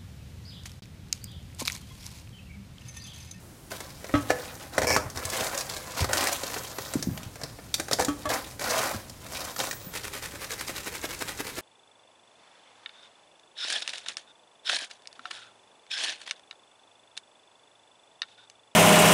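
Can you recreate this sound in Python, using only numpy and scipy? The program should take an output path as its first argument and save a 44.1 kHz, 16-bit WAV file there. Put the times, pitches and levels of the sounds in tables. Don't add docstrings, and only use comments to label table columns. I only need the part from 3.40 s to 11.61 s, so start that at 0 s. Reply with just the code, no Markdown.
import sys
import numpy as np
from scipy import signal
from scipy.fft import rfft, irfft
from scipy.io import wavfile
from scipy.ndimage import uniform_filter1d

SR = 44100
rng = np.random.default_rng(int(sys.argv[2]) if len(sys.argv) > 2 else 0)


def unload_audio(sound):
    columns = np.transpose(np.atleast_2d(sound))
    steps = np.round(np.clip(columns, -1, 1) * 32767)
    wavfile.write(sys.argv[1], SR, steps.astype(np.int16))


N = 362061

# f/Hz, relative level/dB per Hz
AIR_SPECTRUM = [(12, -43), (20, -13), (53, -4.5), (74, -2.5), (120, -1), (154, -6), (193, -6), (222, -10),
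                (337, -9), (377, -14), (527, -15), (590, -17), (2820, -27.5), (10500, -27.5), (16000, -35)]
# f/Hz, time to fall 60 dB/s
ROOM_T60 = [(150, 0.71), (1000, 0.33), (5000, 0.31), (15000, 0.58)]
# f/Hz, relative level/dB per Hz
CRACKLE_SPECTRUM = [(1290, -49.5), (2200, -2), (2660, -2.5), (4310, -0.5), (6370, -1.5), (14000, -7.5),
                    (15200, -13), (16000, -9)]
# f/Hz, relative level/dB per Hz
RUBBING_SPECTRUM = [(76, -34), (130, -3), (172, -35), (208, -7), (300, -5.5), (450, -5.5), (517, 2.5),
                    (615, 0.5), (694, -0.5), (805, 0), (896, -5.5), (1010, 1.5), (1110, -2), (2030, -7),
                    (2650, -15), (3200, -21), (4160, -34), (7040, -120)]
# start t/s, length/s, relative rubbing level/dB,
# crackle above rubbing/dB
STROKES = [(0.301, 0.063, -44.5, 5), (0.38, 0.13, -51.5, 0.5), (0.578, 0.59, -46, 1.5),
           (0.945, 0.21, -45.5, -4.5), (1.193, 0.065, -47, 0.5), (1.321, 0.095, -40.5, -6.5),
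           (1.588, 0.092, -43, -20), (1.745, 0.19, -39.5, -0.5), (1.915, 0.16, -32, 0),
           (2.11, 0.034, -34, -2.5), (2.163, 0.051, -37.5, 1.5), (2.238, 0.19, -44, 3.5),
           (2.43, 0.17, -44, 0), (2.565, 0.063, -32, -0.5), (2.687, 0.044, -32.5, -3), (2.73, .16, -30, 0),
           (2.911, 0.025, -35, 8), (2.94, 0.35, -41.5, 3.5), (3.283, 0.36, -47, 3), (3.69, 0.19, -51, -0.5),
           (3.99, 0.067, -49, -11), (4.376, 0.029, -48, -1), (4.767, 0.058, -55, 7.5),
           (4.832, 0.046, -44, -6), (4.888, 0.077, -30, -1), (4.975, .05, -49, 5), (5.035, 0.091, -52, 6),
           (5.203, 0.33, -29.5, -1), (5.545, 0.064, -46.5, 2), (5.812, 0.18, -50, 4.5),
           (5.912, .2, -40.5, 3), (6.178, 0.1, -37, 3), (6.353, 0.16, -54, 3)]
# t/s, relative crack level/dB, relative dull body level/dB, f/Hz
SNAPS = [(0.3159, -21, -28, 1380), (0.404, -21, -33, 1900), (0.643, -28, -30, 1930),
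         (0.692, -35, -30.5, 1300), (1.6997, -24, -52, 5500), (1.7724, -19.5, -26, 5330),
         (1.852, -16, -39, 8200), (1.8999, -18, -42, 6700), (2.0073, -16.5, -24, 3070),
         (2.0664, -18.5, -31, 3720), (2.149, -20, -38, 1400), (2.1758, -15.5, -34, 7000),
         (2.186, -19.5, -40, 6000), (2.2084, -16.5, -44, 4960), (2.297, -20, -35, 4800),
         (2.365, -23.5, -34, 3620), (2.6429, -15, -21, 1410), (2.7315, -7, -33, 1500),
         (2.7704, -10.5, -32, 1300), (2.8272, -18, -27, 2220), (2.8705, -10, -48, 2070),
         (2.9277, -17, -42, 6950), (3.0338, -19.5, -28.5, 4100), (3.1403, -19, -33, 2600),
         (3.1621, -34, -24.5, 1260), (3.3839, -21, -25, 1260), (3.459, -28.5, -45, 1610),
         (3.5363, -19, -26, 8700), (3.6253, -16.5, -33, 6100), (3.7748, -25.5, -35, 2820),
         (3.831, -28, -40, 2680), (3.956, -29, -36, 1320), (4.014, -29, -34, 5500),
         (4.0347, -20, -30, 4600), (4.187, -46, -36.5, 1500), (4.3409, -8, -35, 4700),
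         (4.398, -14, -26.5, 1720), (4.4832, -23.5, -30, 1250), (4.5116, -14, -27, 1170),
         (4.5225, -17, -35, 1860), (4.5312, -7.5, -22, 4600), (4.6477, -14, -30, 7250),
         (4.9018, -18, -23, 1350), (5.1938, -19.5, -33, 1490), (5.2099, -27, -33, 2100),
         (5.3966, -27, -37, 1190), (5.4543, -25, -28, 2010), (5.6964, -28.5, -47, 5400),
         (6.1617, -21, -35, 1300), (6.1907, -17.5, -26, 6100), (6.201, -15.5, -26, 3170),
         (6.3106, -16, -45, 1770), (6.3284, -21, -32.5, 1530)]
# f/Hz, relative level/dB per Hz
CRACK_SPECTRUM = [(700, -32), (1900, -5), (2900, -11), (4200, -1), (6200, -1), (8500, -4.5), (12000, -11.5),
                  (16000, -17)]
# f/Hz, relative level/dB per Hz
BODY_SPECTRUM = [(100, -14), (300, 0), (600, 7.5), (1000, -2.5), (1900, -2), (2800, -14), (6000, -25),
                 (14000, -43)]
# t/s, relative ring, thud and tick levels/dB, place (0 wall to 1 base),
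# contacts as it rocks (count)
KNOCKS = [(0.7394, -23.5, -18, -33, .2, 2), (0.899, -31.5, -32, -28, 1, 1),
          (0.9033, -22.5, -11, -17, 0.99, 1), (1.38, -26, -7.5, -14, 0.84, 1),
          (1.4176, -36.5, -13, -18.5, 1, 3), (1.502, -37, -11.5, -18, .1, 1),
          (1.563, -25, -8.5, -12.5, 0.53, 1), (4.586, -36, -18, -25, .95, 1),
          (4.5953, -34, -16.5, -14, 0.92, 3), (4.683, -27.5, -25, -22.5, 0.15, 1),
          (4.855, -28, -35, -27, .17, 1)]
# f/Hz, time to fall 60 dB/s, relative level/dB struck on the wall,
# relative level/dB struck through the base
BOWL_MODES = [(291.5, 0.19, 4.5, -18.5), (443, 0.19, -29, -13), (498, 0.18, -20, 2.5),
              (609, 0.24, -5.5, -9), (770, 0.081, -10, -15), (865, 0.17, -14, -19), (1025, 0.18, -40, -11),
              (1138, 0.18, -3, -17.5), (1288, 0.13, 0.5, -16), (1580, 0.12, -18, -38),
              (1722, 0.063, -11.5, 6), (2090, 0.062, -26, -9), (2117, 0.23, -8, -42),
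              (2220, 0.064, -31, -27), (2150, .13, -21, -33), (2780, 0.043, -17, -14),
              (3200, 0.19, -9, -44), (3460, 0.16, -7, -47), (4030, 0.077, -17, -40), (5620, 0.08, -35, -9),
              (5420, .12, -42, -28), (5730, 0.037, -38, -7.5), (7250, .08, -42, -28)]
# f/Hz, relative level/dB per Hz
BOOM_SPECTRUM = [(45, -6), (75, 3.5), (115, 2), (160, -5), (300, -21)]
# t/s, relative level/dB, f/Hz
THUMPS = [(.745, -20, 102), (1.563, -28, 129), (1.66, -25, 102), (1.76, -29, 80), (1.85, -30, 88),
          (2.012, -33, 105), (2.606, -23.5, 112), (2.618, -13.5, 96.4), (3.555, -14, 288),
          (3.566, -20.5, 161), (3.671, -16, 216), (3.686, -17, 167), (3.71, -25, 109), (3.862, -28.5, 111),
          (4.033, -29, 135), (4.396, -24.5, 322), (4.513, -18, 550), (4.52, -33, 132), (4.5945, -13.5, 660),
          (4.601, -9, 730), (4.69, -35, 84), (4.87, -33, 84), (5.545, -24.5, 230), (5.556, -30, 100),
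          (6.469, -30.5, 165)]
# t/s, f/Hz, relative level/dB
WHINES = [
    [(.94, 10800, -66), (1.02, 12800, -55), (1.08, 10500, -68), (1.14, 12470, -52.5), (1.21, 10500, -63)],
    [(3.1, 11500, -51), (3.22, 13400, -48), (3.31, 11600, -58), (3.39, 13400, -46), (3.47, 11800, -54),
     (3.56, 13400, -50), (3.61, 12800, -50), (3.7, 15000, -50), (3.79, 11700, -55)],
    [(6.12, 11700, -52), (6.25, 14400, -53), (6.31, 15800, -44), (6.43, 15600, -50), (6.5, 13700, -45),
     (6.56, 11800, -62)],
]
STRAND_SHARES = (1, .87, 1.22)
STRAND_DB = (-1, -8, -5)
# first slip t/s, end t/s, rate/slips per s
JUDDER = (1.4692, 1.556, 122)
# f/Hz, width/Hz, relative level/dB
SQUEAL = [(554, 250, 14), (1020, 220, -4), (1600, 160, -13), (2240, 145, 12.5), (5280, 550, 9)]
# t/s, relative level/dB
SHAKES = [(6.562, -34), (6.756, -34.5), (6.939, -41.5), (7.125, -33), (7.295, -33), (7.473, -32),
          (7.643, -32), (7.819, -31.5), (8.003, -32.5), (8.183, -33)]
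# f/Hz, relative level/dB per Hz
SWISH_SPECTRUM = [(150, -26), (250, -14), (292, -7.5), (407, -2.5), (468, 0.5), (698, -11), (816, -4),
                  (906, -6), (2090, -3), (3010, -8.5), (10000, -12.5), (14400, -16.5), (16000, -24)]

AIR_DB = -48
CUTOFF_HZ = 15900

FIRST_TOUCH_S = .3
RESTING_DB, RESTING_CRISP_DB = -59, 3.5
ATTACK_S, RELEASE_DB_PER_S = 0.0058, 335
SWELL_DB_PER_S = 16.5
SMALL_SNAPS_PER_S, SMALL_SNAP_SPREAD_DB = 20, 5
SMALL_SNAP_HZ = (1250, 7040)

ROCK_S, ROCK_LOSS_DB = .013, 1.85
THUMP_CYCLES = 7.7

LOOSEN_S = 1
WHIP_HALF_S, FLAP_DB, FLUTTER_DB, EDGE_TICK_DB = (0.025, 0.011), (-46, -29.5), (-50, -46.5), (-36.5, -25)
BACK_AFTER_S, BACK_DB, BACK_HALF_S = (0.098, 0.076), (-35.5, -35.5), 0.021
FLAP_HZ, EDGE_TICK_LEAD_S = 293, 0.012
FLAP_POP_DB = 1
FLICK_LEAD_S, FLICK_DB, FLICK_HZ = 0.029, -4, 7030


def from_db(db):
    return np.exp(np.asarray(db) * (np.log(10) / 20))


def rms_one(x):
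    return x / np.sqrt(np.mean(x ** 2) + 1e-20)


def in_time(rows):
    s, *columns = np.transpose(rows)
    return [np.interp(np.arange(N) / SR, s, column) for column in columns]


def at_hz(points, hz):
    f, value = np.transpose(points)
    return np.interp(np.log(np.maximum(hz, 1)), np.log(f), value)


def add(track, s, sound):
    i = int(np.clip(round(s * SR), 0, N - 1))
    track[i:i + len(sound)] += sound[:N - i]


def colour(x, spectrum, size=4096):
    hz = np.maximum(np.fft.rfftfreq(size, 1 / SR), 1)
    skirts = np.minimum(1, hz / spectrum[0][0]) * np.minimum(1, spectrum[-1][0] / hz)
    gain = rms_one(from_db(at_hz(spectrum, hz)) * skirts ** 2)
    cepstrum = irfft(np.log(gain + 1e-6))
    cepstrum[1:size // 2] *= 2
    cepstrum[size // 2 + 1:] = 0
    return signal.oaconvolve(x, irfft(np.exp(rfft(cepstrum))))[:N]


def resonance(x, hz, width):
    return signal.lfilter(*signal.iirpeak(hz, hz / width, fs=SR), x)


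def drift(rate):
    return np.interp(np.arange(N) * min(rate, 400) / SR, np.arange(4000), rng.standard_normal(4000))


def decay(t60):
    return from_db(-60 * np.arange(int(t60 * SR) + 2) / (t60 * SR))


def volley(t60, rise_s=0.00044):
    fade = decay(t60)
    signs = np.resize(rng.choice([-1, 1], size=8192), len(fade))
    rise = 1 - np.exp(-np.arange(len(fade)) / (rise_s * SR))
    return fade * rise * signs


def bursts(times, levels_db, t60):
    out = np.zeros(N)
    for s, db in zip(times, levels_db):
        add(out, s, from_db(db) * volley(t60))
    return out


def kitchen_air():
    return from_db(AIR_DB) * colour(rng.standard_normal(N), AIR_SPECTRUM)


def grains(per_s, spread_db, clump_db, hiss):
    sizes = from_db(spread_db * np.minimum(rng.exponential(1, N), 4))
    clicks = sizes * rng.choice([-1, 1], N) * (rng.random(N) < per_s / SR)
    x = rms_one(clicks) + hiss * rng.standard_normal(N)
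    x = x * from_db(clump_db * drift(170))
    local_power = np.abs(uniform_filter1d(x ** 2, size=2400))
    return x / np.sqrt(local_power + 1e-9)


def flexing(x, patchy_db):
    for hz in np.geomspace(450, 7200, 9):
        x = x + (from_db(patchy_db * drift(45)) - 1) * resonance(x, hz, 0.36 * hz)
    return rms_one(x)


def stroke_gains():
    t = np.arange(N) / SR
    rubbing_power = from_db(RESTING_DB) ** 2 * (t > FIRST_TOUCH_S)
    crackle_power = rubbing_power * from_db(RESTING_CRISP_DB) ** 2
    age = t[:SR]
    for start, length, db, crisp_db in STROKES:
        speed = np.sin(np.pi * np.clip(age / length, 0, 1))
        fall_db = SWELL_DB_PER_S * length * (1 - speed) + RELEASE_DB_PER_S * np.maximum(age - length, 0)
        power = (np.minimum(age / ATTACK_S, 1) * from_db(db - fall_db)) ** 2
        add(rubbing_power, start, power)
        add(crackle_power, start, power * from_db(crisp_db) ** 2)
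    return np.sqrt(rubbing_power), np.sqrt(crackle_power)


def handled_leaves():
    rubbing_gain, crackle_gain = stroke_gains()
    crushed = grains(per_s=1500, spread_db=4.0, clump_db=2.3, hiss=0.68)
    crackle = flexing(colour(crushed, CRACKLE_SPECTRUM), patchy_db=3.5)
    dragged = grains(per_s=1400, spread_db=2.5, clump_db=2.5, hiss=0.61)
    rubbing = flexing(colour(dragged, RUBBING_SPECTRUM), patchy_db=1.5)
    crisp = from_db(-1.5) * crackle + small_snaps(crack_db=10, body_db=-1.5)
    return crackle_gain * crisp + from_db(1.0) * rubbing_gain * rubbing


def small_snaps(crack_db, body_db):
    draws = rng.random((400, 3))[:int(SMALL_SNAPS_PER_S * N / SR)]
    low, high = SMALL_SNAP_HZ
    return snaps([(when * N / SR, crack_db + SMALL_SNAP_SPREAD_DB * size, body_db, low * (high / low) ** pitch)
                  for when, size, pitch in draws])


def snaps(rows):
    s, crack_db, body_db, pitch_hz = np.transpose(rows)
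    pitched = np.zeros(N)
    for at, db, hz in zip(s, crack_db, pitch_hz):
        ping = resonance(volley(t60=0.024), hz, 0.23 * hz)
        limp_db = at_hz([(1400, -7.5), (4300, -3.5)], hz)
        add(pitched, at, from_db(db + limp_db) * ping / np.abs(ping).max())
    crack = colour(bursts(s, crack_db - 10, t60=0.041), CRACK_SPECTRUM)
    pop = colour(bursts(s, body_db - 1.0, t60=0.052), BODY_SPECTRUM)
    return pitched + crack + pop


def kitchen_echoes(x, early_db, tail_db, early_t60):
    t = np.arange(SR // 2) / SR
    tail, edges = np.zeros(len(t)), np.geomspace(60, 17000, 9)
    for low, high in zip(edges, edges[1:]):
        band_pass = signal.butter(2, [low, high], "band", fs=SR, output="sos")
        band = signal.sosfilt(band_pass, rng.standard_normal(len(t)))
        tail += band * from_db(-60 * t / at_hz(ROOM_T60, np.sqrt(low * high)))
    tail *= np.clip(t / 0.0049, 0, 1)
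    early = rng.standard_normal(len(t)) * (t > .0015) * from_db(-60 * t / early_t60)
    echoes = from_db(early_db) * early / np.linalg.norm(early)
    echoes += from_db(tail_db) * tail / np.linalg.norm(tail)
    return signal.oaconvolve(x, echoes)[:N]


def bowl_ring(blows, uneven_db):
    out = np.zeros(N)
    for s, db, place in blows:
        chances = rng.standard_normal((len(BOWL_MODES), 2))
        for (hz, t60, wall_db, base_db), (uneven, sign) in zip(BOWL_MODES, chances):
            fade = decay(t60)
            mode_db = wall_db + place * (base_db - wall_db)
            gain = from_db(db + mode_db + uneven_db * uneven) * np.sign(sign)
            add(out, s, gain * fade * np.sin(2 * np.pi * hz * np.arange(len(fade)) / SR))
    return out


def bowl_knocks():
    contacts = [(s + k * ROCK_S, *(np.array(levels_db) - k * ROCK_LOSS_DB), place)
                for s, *levels_db, place, count in KNOCKS for k in range(round(count))]
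    s, ring_db, thud_db, tick_db, place = np.transpose(contacts)
    thud = colour(bursts(s, thud_db - 3, t60=0.04), BODY_SPECTRUM)
    tick = colour(bursts(s, tick_db - 9.0, t60=0.059), CRACK_SPECTRUM)
    boom = colour(bursts(s, thud_db - 24.5, t60=0.23), BOOM_SPECTRUM)
    shimmer = colour(bursts(s, ring_db - 7.5 - 9 * place, t60=0.17),
                     [(900, -5), (1500, 1), (3300, -8), (4500, -20), (9000, -43)])
    return thud + tick + boom + shimmer + bowl_ring(zip(s, ring_db, place), uneven_db=4.0)


def thumps(rows):
    out = np.zeros(N)
    for s, db, hz in rows:
        fade = decay(THUMP_CYCLES / hz)
        cycles = hz * np.arange(len(fade)) / SR
        swell = 1 - np.exp(-cycles / 0.25)
        add(out, s, from_db(db + 5.0) * fade * swell * np.sin(2 * np.pi * cycles))
    out = signal.sosfilt(signal.butter(2, 45, "high", fs=SR, output="sos"), out)
    return out - .5 * resonance(out, 168, 22)


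def during(rows):
    t = np.arange(N) / SR
    return np.clip(np.minimum(t - rows[0][0], rows[-1][0] - t) / .015 + 1, 0, 1)


def whine():
    hz, db = in_time(sorted(row for glide in WHINES for row in glide))
    wavering_hz = uniform_filter1d(hz, size=2200) + 80 * drift(400)
    phase = 2 * np.pi * np.cumsum(wavering_hz) / SR
    strands = sum(from_db(db + strand_db + 4.7 * drift(45)) * np.sin(share * phase)
                  for share, strand_db in zip(STRAND_SHARES, STRAND_DB))
    return sum(during(glide) for glide in WHINES) * strands


def bowl_judder(ring_db, tick_db):
    start, end, per_s = JUDDER
    s = np.arange(start, end, 1 / per_s)
    slips = bursts(s, tick_db + rng.normal(0, 0.66, len(s)), t60=0.026)
    squeal = sum(from_db(db + 2.5) * resonance(slips, hz, width) for hz, width, db in SQUEAL)
    grit = from_db(-12.5) * colour(slips, CRACK_SPECTRUM)
    return squeal + grit + bowl_ring([(at, ring_db, 1) for at in s], uneven_db=1.0)


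def shaken_leaves():
    t = np.arange(N) / SR
    first = SHAKES[0][0]
    reach = .1

    def loosened(pair, s):
        return np.interp(s, [first, first + LOOSEN_S], pair)

    def swing(db, half):
        return from_db(db) ** 2 * np.exp(-((t[t < 2 * reach] - reach) / half) ** 2)

    power = from_db(loosened(FLUTTER_DB, t)) ** 2 * (t > first)
    flaps, ticks = [], []
    for s, db in SHAKES:
        back = s + loosened(BACK_AFTER_S, s)
        tick_db, flap_db = loosened(EDGE_TICK_DB, s), loosened(FLAP_DB, s)
        add(power, s - reach, swing(db, loosened(WHIP_HALF_S, s)))
        add(power, back - reach, swing(loosened(BACK_DB, s), BACK_HALF_S))
        flaps.append((s - .002, flap_db, FLAP_HZ))
        ticks += [(s - FLICK_LEAD_S, tick_db + FLICK_DB, tick_db - 30, FLICK_HZ),
                  (s - .002, flap_db + 2, flap_db + FLAP_POP_DB, 1400),
                  (back - EDGE_TICK_LEAD_S, tick_db, tick_db - 33, 2100)]
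    rustle = colour(grains(per_s=1500, spread_db=3.5, clump_db=3.0, hiss=0.51), SWISH_SPECTRUM)
    swish = rustle + small_snaps(crack_db=9.5, body_db=-4.5)
    return from_db(-0.5) * np.sqrt(power) * swish + thumps(flaps) + snaps(ticks)


def scene():
    leaves = handled_leaves() + shaken_leaves() + snaps(SNAPS)
    bowl = bowl_knocks() + bowl_judder(ring_db=-36, tick_db=-20.0)
    work = leaves + bowl + thumps(THUMPS)
    spot = 1.83 * drift(9)
    echoes = sum(kitchen_echoes(work * share, early_db=-10.0, tail_db=-10.5, early_t60=0.051)
                 for share in (np.cos(spot), np.sin(spot)))
    return (from_db(-1.19) * (work + echoes) + kitchen_air() + whine())[None]


def record(dry):
    return signal.sosfilt(signal.ellip(12, .1, 80, CUTOFF_HZ, fs=SR, output="sos"), dry)


dry = scene()
out = record(dry)
unload_audio(out)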